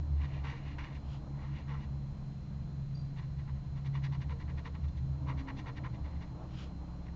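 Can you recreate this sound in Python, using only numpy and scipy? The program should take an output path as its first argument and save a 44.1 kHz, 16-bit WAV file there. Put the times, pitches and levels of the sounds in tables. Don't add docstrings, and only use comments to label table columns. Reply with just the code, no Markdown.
import sys
import numpy as np
from scipy import signal
from scipy.fft import rfft, irfft, next_fast_len
from scipy.io import wavfile
from scipy.ndimage import uniform_filter1d

SR = 44100
rng = np.random.default_rng(int(sys.argv[2]) if len(sys.argv) > 2 else 0)


def gain_from_db(level_db):
    decades = np.asarray(level_db, float) / 20
    return 10 ** decades


def inscribe(sig):
    pcm = np.round(np.clip(np.atleast_2d(sig).T, -1, 1) * 32767)
    wavfile.write(sys.argv[1], SR, pcm.astype(np.int16))


N = 315315
T = np.arange(N) / SR


def rms_one(x):
    return x / np.sqrt(np.mean(x ** 2) + 1e-20)


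def in_time(rows):
    s, *columns = np.transpose(rows)
    return [np.interp(T, s, column) for column in columns]


def drift(rate):
    r = np.exp(-80 * np.pi * rate / SR)
    noise = rng.standard_normal(N // 40 + 2002)
    slow = signal.lfilter([1], [1, -2 * r, r * r], noise)[2000:]
    return np.interp(np.arange(N) / 40, np.arange(len(slow)), rms_one(slow))


def resonate(x, modes):
    out = 0
    for k, (hz, width_hz, db) in enumerate(modes):
        r = np.exp(-np.pi * width_hz / SR)
        top = [(1 - r * r) / 2, 0, (r * r - 1) / 2]
        bottom = [1, -2 * r * np.cos(2 * np.pi * hz / SR), r * r]
        out = out + (-1) ** k * gain_from_db(db) * signal.lfilter(top, bottom, x)
    return out


def coloured(points):
    size = next_fast_len(N)
    hz, db = np.transpose([(1, -90), *points, (SR / 2, -120)])
    bin_hz = np.arange(size // 2 + 1) * SR / size
    shape = gain_from_db(np.interp(np.log(bin_hz + 1), np.log(hz), db))
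    return rms_one(irfft(rfft(rng.standard_normal(size)) * shape, size)[:N])


def edge(x, hz, kind, order):
    return signal.sosfilt(signal.butter(order, hz, kind, fs=SR, output="sos"), x)


def swing(s, rise, fall, power):
    near = slice(max(round((s - 4 * rise) * SR), 0), round((s + 4 * fall) * SR))
    t = T[near] - s
    return near, np.exp(-np.where(t < 0, np.abs(t / rise) ** power, (t / fall) ** 2))


def fades(rows, half):
    out = np.zeros(N)
    for s, db in rows:
        near, dip = swing(s, half, half, power=2)
        out[near] -= db * dip
    return out


def tooth(per_s, spread_db, clump_db):
    heights = gain_from_db(spread_db * np.minimum(rng.exponential(1, N), 5))
    sizes = heights * rng.choice([-1, 1], N)
    return rms_one(sizes * (rng.random(N) < per_s / SR) * gain_from_db(clump_db * drift(74)))


# pitch_hz, level_db (per Hz)
FLOOR = [(15, -8.5), (30, -2.5), (100, -9), (220, -15), (400, -27), (1450, -37), (3000, -44), (4500, -46),
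         (6650, -51.5), (7300, -54), (8200, -51)]


def room_air():
    return gain_from_db(-49) * coloured(FLOOR)


# pitch_hz, level_db
WHINES = [(721, -75.5), (4080, -95), (4110, -76), (6401, -100.5), (6509, -91.5), (6999, -92), (7200, -99),
          (7500, -99)]


def whines():
    out = 0
    for hz, db in WHINES:
        out = out + np.sqrt(2) * gain_from_db(db + 0.6 * drift(2.8)) * np.sin(2 * np.pi * hz * T)
    return out


def clock():
    frame_hz, clock_hz = 30, 8000
    gate = np.cos(2 * np.pi * frame_hz * (T - .012)) > 0
    on = uniform_filter1d(1. * gate, size=60)
    swell = .68 + .32 * np.cos(2 * np.pi * (T - 1.06) / 1.125)
    return gain_from_db(-92.5) * on * swell * np.sin(2 * np.pi * clock_hz * T)


# time_s, level_db
TRAFFIC = [(0, -61.5), (.3, -55.5), (1.27, -57.5), (1.9, -61), (2.39, -64.5), (3.5, -65), (4.06, -63),
           (4.58, -59.5), (4.96, -64), (5.3, -53.5), (5.67, -56), (6.27, -56), (7.15, -59.5)]
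# time_s, level_db
RUMBLE = [
    (0, -46),
    (1.6, -51),
    (3, -45.5),
    (4.6, -44.5),
    (5.9, -43.5),
    (7.15, -54),
]
# pitch_hz, width_hz, level_db
ROOM_MODES = [(33.3, 1.4, -0.5), (70, 17, 1), (105.6, 11, 0), (126.6, 14.3, 2), (167.8, 10.8, -2.5),
              (193.7, 14, -5), (243, 5.5, -14.5)]
# pitch_hz, width_hz, level_db
DRONE = [(266.8, 27, -1.5), (313.7, 45, -2)]
# pitch_hz, level_db (per Hz)
WASH = [(300, 0.5), (400, 0), (600, 4.5), (720, 2.5), (1000, 3), (1300, -7), (2000, -31.5), (3500, -31)]
DRONE_DB, DRONE_FOLLOWS = -60, 1.1


def traffic():
    (wash_db,), (rumble_db,) = in_time(TRAFFIC), in_time(RUMBLE)
    drone_db = DRONE_DB + DRONE_FOLLOWS * (wash_db - np.mean(wash_db))

    def ringing(modes):
        noise = rng.standard_normal(N + SR)
        return rms_one(resonate(resonate(noise, modes), modes)[SR:])

    rumble = gain_from_db(rumble_db) * ringing(ROOM_MODES)
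    drone = gain_from_db(drone_db - 1.5) * ringing(DRONE)
    wash = gain_from_db(wash_db - 4.0 + 2.1 * drift(12.0)) * coloured(WASH)
    return rumble + drone + wash


def firing(hz, levels_db, waver_db):
    turn = 2 * np.pi * np.cumsum(hz) / SR
    out = 0
    for order, db in enumerate(levels_db, start=1):
        level = np.sqrt(2) * gain_from_db(db + waver_db * drift(1.4))
        out = out + level * np.sin(order * turn + 2 * np.pi * rng.random())
    return out


# time_s, firing_hz, order_2_level_db, load_db
ENGINE = [(0, 70, -47.5, -11), (.45, 70, -40.5, -8.5), (.9, 70.1, -45.5, -5), (1.35, 70, -37.5, -2),
          (1.75, 69.8, -38, 1.5), (2.05, 69.02, -38.5, 2.5), (2.4, 68.8, -44, 2), (2.99, 68.75, -39, -1.5),
          (3.45, 69.4, -40.5, -7), (3.7, 69.04, -41, -2), (4.05, 68.5, -35.5, -9.5), (4.4, 68.3, -43, -7),
          (4.85, 68, -44, -13.5), (5.12, 67.42, -35.5, -7), (5.6, 67.1, -45, -3), (6, 66.27, -44.5, -5.5),
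          (6.4, 65.8, -52, 0.5), (7.15, 64.2, -57, -6.5)]
# time_s, firing_hz, level_db
SECOND_ENGINE = [(0, 74.03, -37), (.65, 73.46, -52), (1.3, 72.78, -55.5), (1.62, 71.7, -38.5),
                 (1.95, 72.1, -49), (2.4, 73.6, -58), (2.95, 74.26, -60.5), (3.3, 74.6, -49),
                 (3.85, 75.4, -49), (4.23, 75.4, -39), (4.6, 75.2, -49.5), (5.2, 75.08, -38.5),
                 (5.52, 75, -55), (6.05, 73.5, -42), (6.5, 73.57, -58), (7.15, 74.4, -56)]
# time_s, firing_hz, level_db
THIRD_ENGINE = [(0, 63, -62), (.8, 62.94, -49), (1.5, 61.36, -54.5), (2.2, 59.6, -56.5),
                (3.001, 57.1, -58.5), (3.6, 54.2, -63.5), (4, 51.4, -77)]
# time_s, pitch_hz, level_db
GEAR = [(0, 161.7, -75.5), (2.001, 162.2, -54.5), (3.403, 160.8, -51), (3.901, 171.4, -53),
        (4.402, 170, -49.5), (5, 169.6, -53), (5.6, 165.6, -62), (6.201, 166.8, -54), (6.7, 168.5, -51),
        (7.15, 169.6, -54.5)]
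# time_s, depth_db
THROB_FADES = [(.57, 10), (.78, 10.5), (1.04, 13), (1.27, 10), (1.43, 12), (1.61, 11), (1.83, 7.5),
               (2.17, 10), (2.41, 5), (3.19, 4.5), (3.66, 6), (4.42, 7), (4.7, 12), (4.98, 18), (5.2, 10.5),
               (5.46, 17), (5.69, 7), (5.93, 19), (6.09, 11), (6.21, 13), (6.45, 19), (6.63, 13), (6.9, -2)]
# time_s, depth_db
BOOM_FADES = [(.55, 13), (.95, 2), (1.36, 9), (1.83, 4), (2.09, 7), (2.35, 17), (3.04, 8), (3.65, 8),
              (4.42, 4.5), (5.45, 12), (5.62, 13), (5.93, 6), (6.23, 9), (6.6, 10)]
# time_s, lift_db, rise_s, fall_s
SURGE = (5.48, 26, 0.24, .17)
FIRST_DB, THIRD_DB, FOURTH_DB = -47, -55, -74
THROB_DB, THROB_PER_S, BOOM_DB, BOOM_PER_S = 0.33, 8.6, 1.85, 4
THROB_FADE_S, BOOM_FADE_S = 0.049, 0.027


def engines():
    hz, throb_db, load_db = in_time(ENGINE)
    second_hz, second_db = in_time(SECOND_ENGINE)
    third_hz, third_db = in_time(THIRD_ENGINE)
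    gear_hz, gear_db = in_time(GEAR)
    lift_db = BOOM_DB * drift(BOOM_PER_S) + fades(BOOM_FADES, BOOM_FADE_S)
    throb_db = throb_db + THROB_DB * drift(THROB_PER_S) + fades(THROB_FADES, THROB_FADE_S)
    s, surge_db, rise, fall = SURGE
    near, surge = swing(s, rise, fall, power=2.4)
    fourth_db = np.full(N, 1. * FOURTH_DB)
    fourth_db[near] += surge_db * surge
    nearer = firing(hz, [FIRST_DB + lift_db, throb_db, THIRD_DB + load_db, fourth_db], waver_db=1.3)
    second = firing(second_hz, [second_db + lift_db, second_db - 10], waver_db=2.8)
    third = firing(third_hz, [third_db, third_db - 6.5], waver_db=0.0)
    return nearer + second + third + firing(gear_hz, [gear_db], waver_db=3.0)


def room(x):
    t = np.arange(round(.3 * SR)) / SR
    tail = rng.standard_normal(len(t)) * gain_from_db(-60 * t / 0.72) * (t > .004)
    return signal.fftconvolve(x, tail / np.sqrt(np.sum(tail ** 2)))[:N]


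# pitch_ratio, level_db
SQUEAK_PARTIALS = [(1, 0), (1.18, -17), (1.375, -19)]
SQUEAK_S, SLIP_S, SLIP_HALF_S, SQUEAK_HZ = 2.955, .0195, .005, 4695
SQUEAK_DB, SQUEAK_LOSS_DB_PER_S, SLIP_SPREAD_DB = -56, 100, .7
SLIPS, FIRM_SLIPS = 9, 4
LET_GO_DB, WEAK_SLIP_DB = -3, -10
SLIP_DRAG = .12


def squeak():
    out = np.zeros(N)
    phases = 2 * np.pi * rng.random(3)
    for k, (pitch_chance, level_chance) in enumerate(rng.standard_normal((SLIPS, 2))):
        late = k * SLIP_S
        firm = k < FIRM_SLIPS
        db = SQUEAK_DB - SQUEAK_LOSS_DB_PER_S * late + SLIP_SPREAD_DB * level_chance
        if not firm:
            db += LET_GO_DB + WEAK_SLIP_DB * (k % 2 == 0)
        fall = SLIP_HALF_S + SLIP_DRAG * late * firm
        near, slip = swing(SQUEAK_S + late, SLIP_HALF_S, fall, power=1.6)
        cycles = SQUEAK_HZ * T[near] + 8 * pitch_chance * (T[near] - SQUEAK_S - late)
        for (ratio, part_db), phase in zip(SQUEAK_PARTIALS, phases):
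            level = gain_from_db(db + part_db - 150 * (ratio - 1) * late)
            out[near] += slip * level * np.sin(2 * np.pi * ratio * cycles + phase)
    return out


# peak_s, level_db, rise_s, fall_s
SLIDES = [
    (1.135, -61, 0.062, .04),
    (6.602, -56, 0.065, 0.057),
]
# pitch_hz, width_hz, level_db
SKIN = [(1340, 280, 1.5), (2420, 430, -1), (3080, 540, 1.5), (5260, 1200, -9.5), (6860, 500, -11.5)]


def hand():
    touch = tooth(per_s=20000, spread_db=1, clump_db=.7)
    gain = np.zeros(N)
    for s, db, rise, fall in SLIDES:
        near, speed = swing(s, rise, fall, power=1.3)
        gain[near] += speed * gain_from_db(db)
    return gain * rms_one(resonate(touch, SKIN))


# time_s, level_db
SNAGS = [(.245, -31), (0.438, -40), (0.7836, -32), (.7855, -30), (0.8106, -39), (0.846, -31), (1.682, -42),
         (1.721, -45), (1.845, -50), (3.477, -44), (3.496, -41.5), (3.849, -45), (4.122, -51.5),
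         (4.296, -35.5), (4.48, -44), (4.579, -42), (4.752, -37), (5.843, -38), (6.276, -47), (7.068, -42)]
# pitch_hz, width_hz, level_db
SNAP = [(1050, 500, 1), (2000, 1100, 0), (4300, 2500, -17)]


def snags():
    clicks = np.full(N, 1e-18)
    for s, db in SNAGS:
        clicks[round(s * SR)] = gain_from_db(db + 14)
    return edge(resonate(clicks, SNAP), 5500, "low", order=2)


# peak_s (fastest motion), level_db, rise_s, fall_s, pressure_db
OUTLINES = [(.252, -56.5, 0.054, 0.01, -2.5), (.36, -61.5, 0.092, .045, -8),
            (.446, -55.5, .008, 0.027, -1.5), (.492, -50, 0.033, 0.045, -1), (0.569, -61, 0.033, 0.026, -3),
            (.71, -60, 0.1, 0.036, -6), (.787, -51.5, 0.0043, 0.043, 0), (.842, -57, 0.012, 0.051, -1.5),
            (.965, -61, 0.059, 0.017, -5.5), (1.44, -61.5, 0.065, .045, 3), (1.575, -60.5, 0.063, .05, -4),
            (1.688, -58, .008, .025, -1), (1.725, -59, 0.03, 0.043, 5), (1.844, -62, 0.065, 0.013, -3.5)]
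# peak_s, level_db, length_s, pressure_db, slant_db (extra hiss)
HATCHING = [(3.189, -58.5, 0.019, -1, 1.5), (3.238, -65.5, 0.014, 0, 0), (3.4, -65, 0.019, -2, 0),
            (3.489, -65, .017, 7, -2), (3.566, -70.5, 0.013, 0.5, -5), (3.781, -64.5, .02, 1, 4.5),
            (3.866, -58, .014, -3.5, 2), (3.963, -54.5, 0.019, 0, -1), (4.052, -53, 0.018, -3.5, 1.5),
            (4.141, -58, .018, 2, 5), (4.226, -56.5, .014, -6, -1.5), (4.31, -68.5, 0.014, 12, 6),
            (4.315, -57, 0.016, -3.5, -3.5), (4.413, -53.5, .011, -3.5, -1), (4.5, -57.5, .015, 0, -4.5),
            (4.59, -56.5, .012, -1, 2), (4.667, -52, 0.014, 0.5, 1.5), (4.755, -59, .01, 1.5, 0),
            (4.846, -64.5, 0.01, -1, 4), (4.888, -69.5, .008, -17, -1), (4.979, -68.5, 0.013, -10, 3)]
# peak_s, level_db, length_s, pressure_db, slant_db (extra hiss)
SHADING = [(5.302, -51.5, 0.023, 3, -0.5), (5.398, -54.5, 0.019, -3.5, 0.5), (5.494, -48, .014, 0.5, -4),
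           (5.592, -54, 0.019, -8.5, -2), (5.683, -50.5, 0.017, 0.5, -0.5), (5.776, -53.5, .013, -4, -2.5),
           (5.857, -50.5, .014, 2, -3.5), (5.951, -62, .015, -2, 0.5), (6.064, -62, .019, 2, 3),
           (6.143, -68.5, 0.039, 0.5, 1), (6.229, -59, 0.016, -1.5, 2), (7.077, -64.5, .016, -2, -4.5)]
RISE_SHARE, FALL_SHARE = 1.33, 1.14
OUTLINE_HISS_DB, OUTLINE_HISS_PER_PRESSURE = 0, 0.38
OUTLINE_RASP_DB, OUTLINE_RASP_PER_PRESSURE = 2, -0.54


def strokes():
    out = []
    for s, db, rise, fall, press in OUTLINES:
        hiss_db = OUTLINE_HISS_DB + OUTLINE_HISS_PER_PRESSURE * press
        rasp_db = OUTLINE_RASP_DB + OUTLINE_RASP_PER_PRESSURE * press
        out.append((s, db, rise, fall, 1.6, hiss_db, rasp_db, press))
    for s, db, length, press, slant in [*HATCHING, *SHADING]:
        rise, fall = RISE_SHARE * length, FALL_SHARE * length
        out.append((s, db, rise, fall, 2.8, slant, 0.28 * slant, press))
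    return out


# pitch_hz, width_hz, level_db
SHEET = [(1657, 160, -5.5), (1870, 110, 2.5), (2110, 370, -4)]
# pitch_hz, width_hz, level_db
BOARD = [(852, 110, 1), (1014, 117, 5), (1158, 63, 2), (1321, 77, -2)]
# pitch_hz, width_hz, level_db
FIBRES = [(3350, 720, 20.5), (4000, 360, -16), (4450, 410, -10), (4800, 330, -3.5), (5400, 300, -22),
          (6260, 870, 1.5), (6460, 360, -19.5), (7000, 400, -20)]
# pitch_hz, width_hz, level_db
RASP = [(2320, 230, -3), (2530, 200, 3), (2855, 180, 4.5)]
# peak_s, level_db
FLEXES = [(.46, -64), (0.521, -62.5), (1.707, -59.5), (4.318, -54.5), (4.508, -59.5), (4.68, -52.5),
          (5.319, -54.5), (5.497, -59.5), (5.677, -56), (5.88, -60)]
# pitch_hz, width_hz, level_db
FLEX_MODES = [(465, 11, 3), (542, 23, -8.5)]
# pitch_hz, width_hz
SHADOWS = [(5250, 230)]
SPEED_POWERS = [
    [0.88],
    [0.74],
    [1.2],
    [1.1],
]
HISS_DB, HISS_PER_PRESSURE = -8, -.8
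RASP_DB, RASP_PER_PRESSURE = -6.5, -0.19
SHEET_TOP_HZ, FIBRE_FOOT_HZ = 3010, 3320


def pen():
    gains = np.zeros((5, N))
    for s, db, rise, fall, power, hiss_db, rasp_db, press in strokes():
        near, speed = swing(s, rise, fall, power)
        hiss_db += HISS_DB + HISS_PER_PRESSURE * press
        rasp_db += RASP_DB + RASP_PER_PRESSURE * press
        shares_db = np.array([[-1], [press], [hiss_db], [rasp_db]])
        gains[:4, near] += speed ** np.array(SPEED_POWERS) * gain_from_db(db + shares_db)
    for s, db in FLEXES:
        near, speed = swing(s, .026, .028, power=2)
        gains[4, near] += speed * gain_from_db(db)
    grain = tooth(per_s=11000, spread_db=2.0, clump_db=1.4)
    parts = []
    for gain, body in zip(gains, (SHEET, BOARD, FIBRES, RASP, FLEX_MODES)):
        parts.append(resonate(grain * gain, body) / np.std(resonate(grain, body)))
    sheet, board, fibres, rasp, flex = parts
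    low = edge(sheet + board + rasp + flex, SHEET_TOP_HZ, "low", order=4)
    out = low + edge(fibres, FIBRE_FOOT_HZ, "high", order=4)
    for hz, width_hz in SHADOWS:
        out = out - 0.89 * resonate(out, [(hz, width_hz, 0)])
    return out


def scene():
    desk = pen() + snags() + hand() + squeak()
    background = engines() + traffic() + room_air() + whines()
    return (desk + gain_from_db(-19.0) * room(desk) + background)[None]


def roll_off(x):
    return signal.sosfilt(signal.butter(12, 8080, fs=SR, output="sos"), x)


def record(dry):
    mix = edge(dry, 7300, "low", order=20) + clock()
    return roll_off(mix)


dry = scene()
out = record(dry)
inscribe(out)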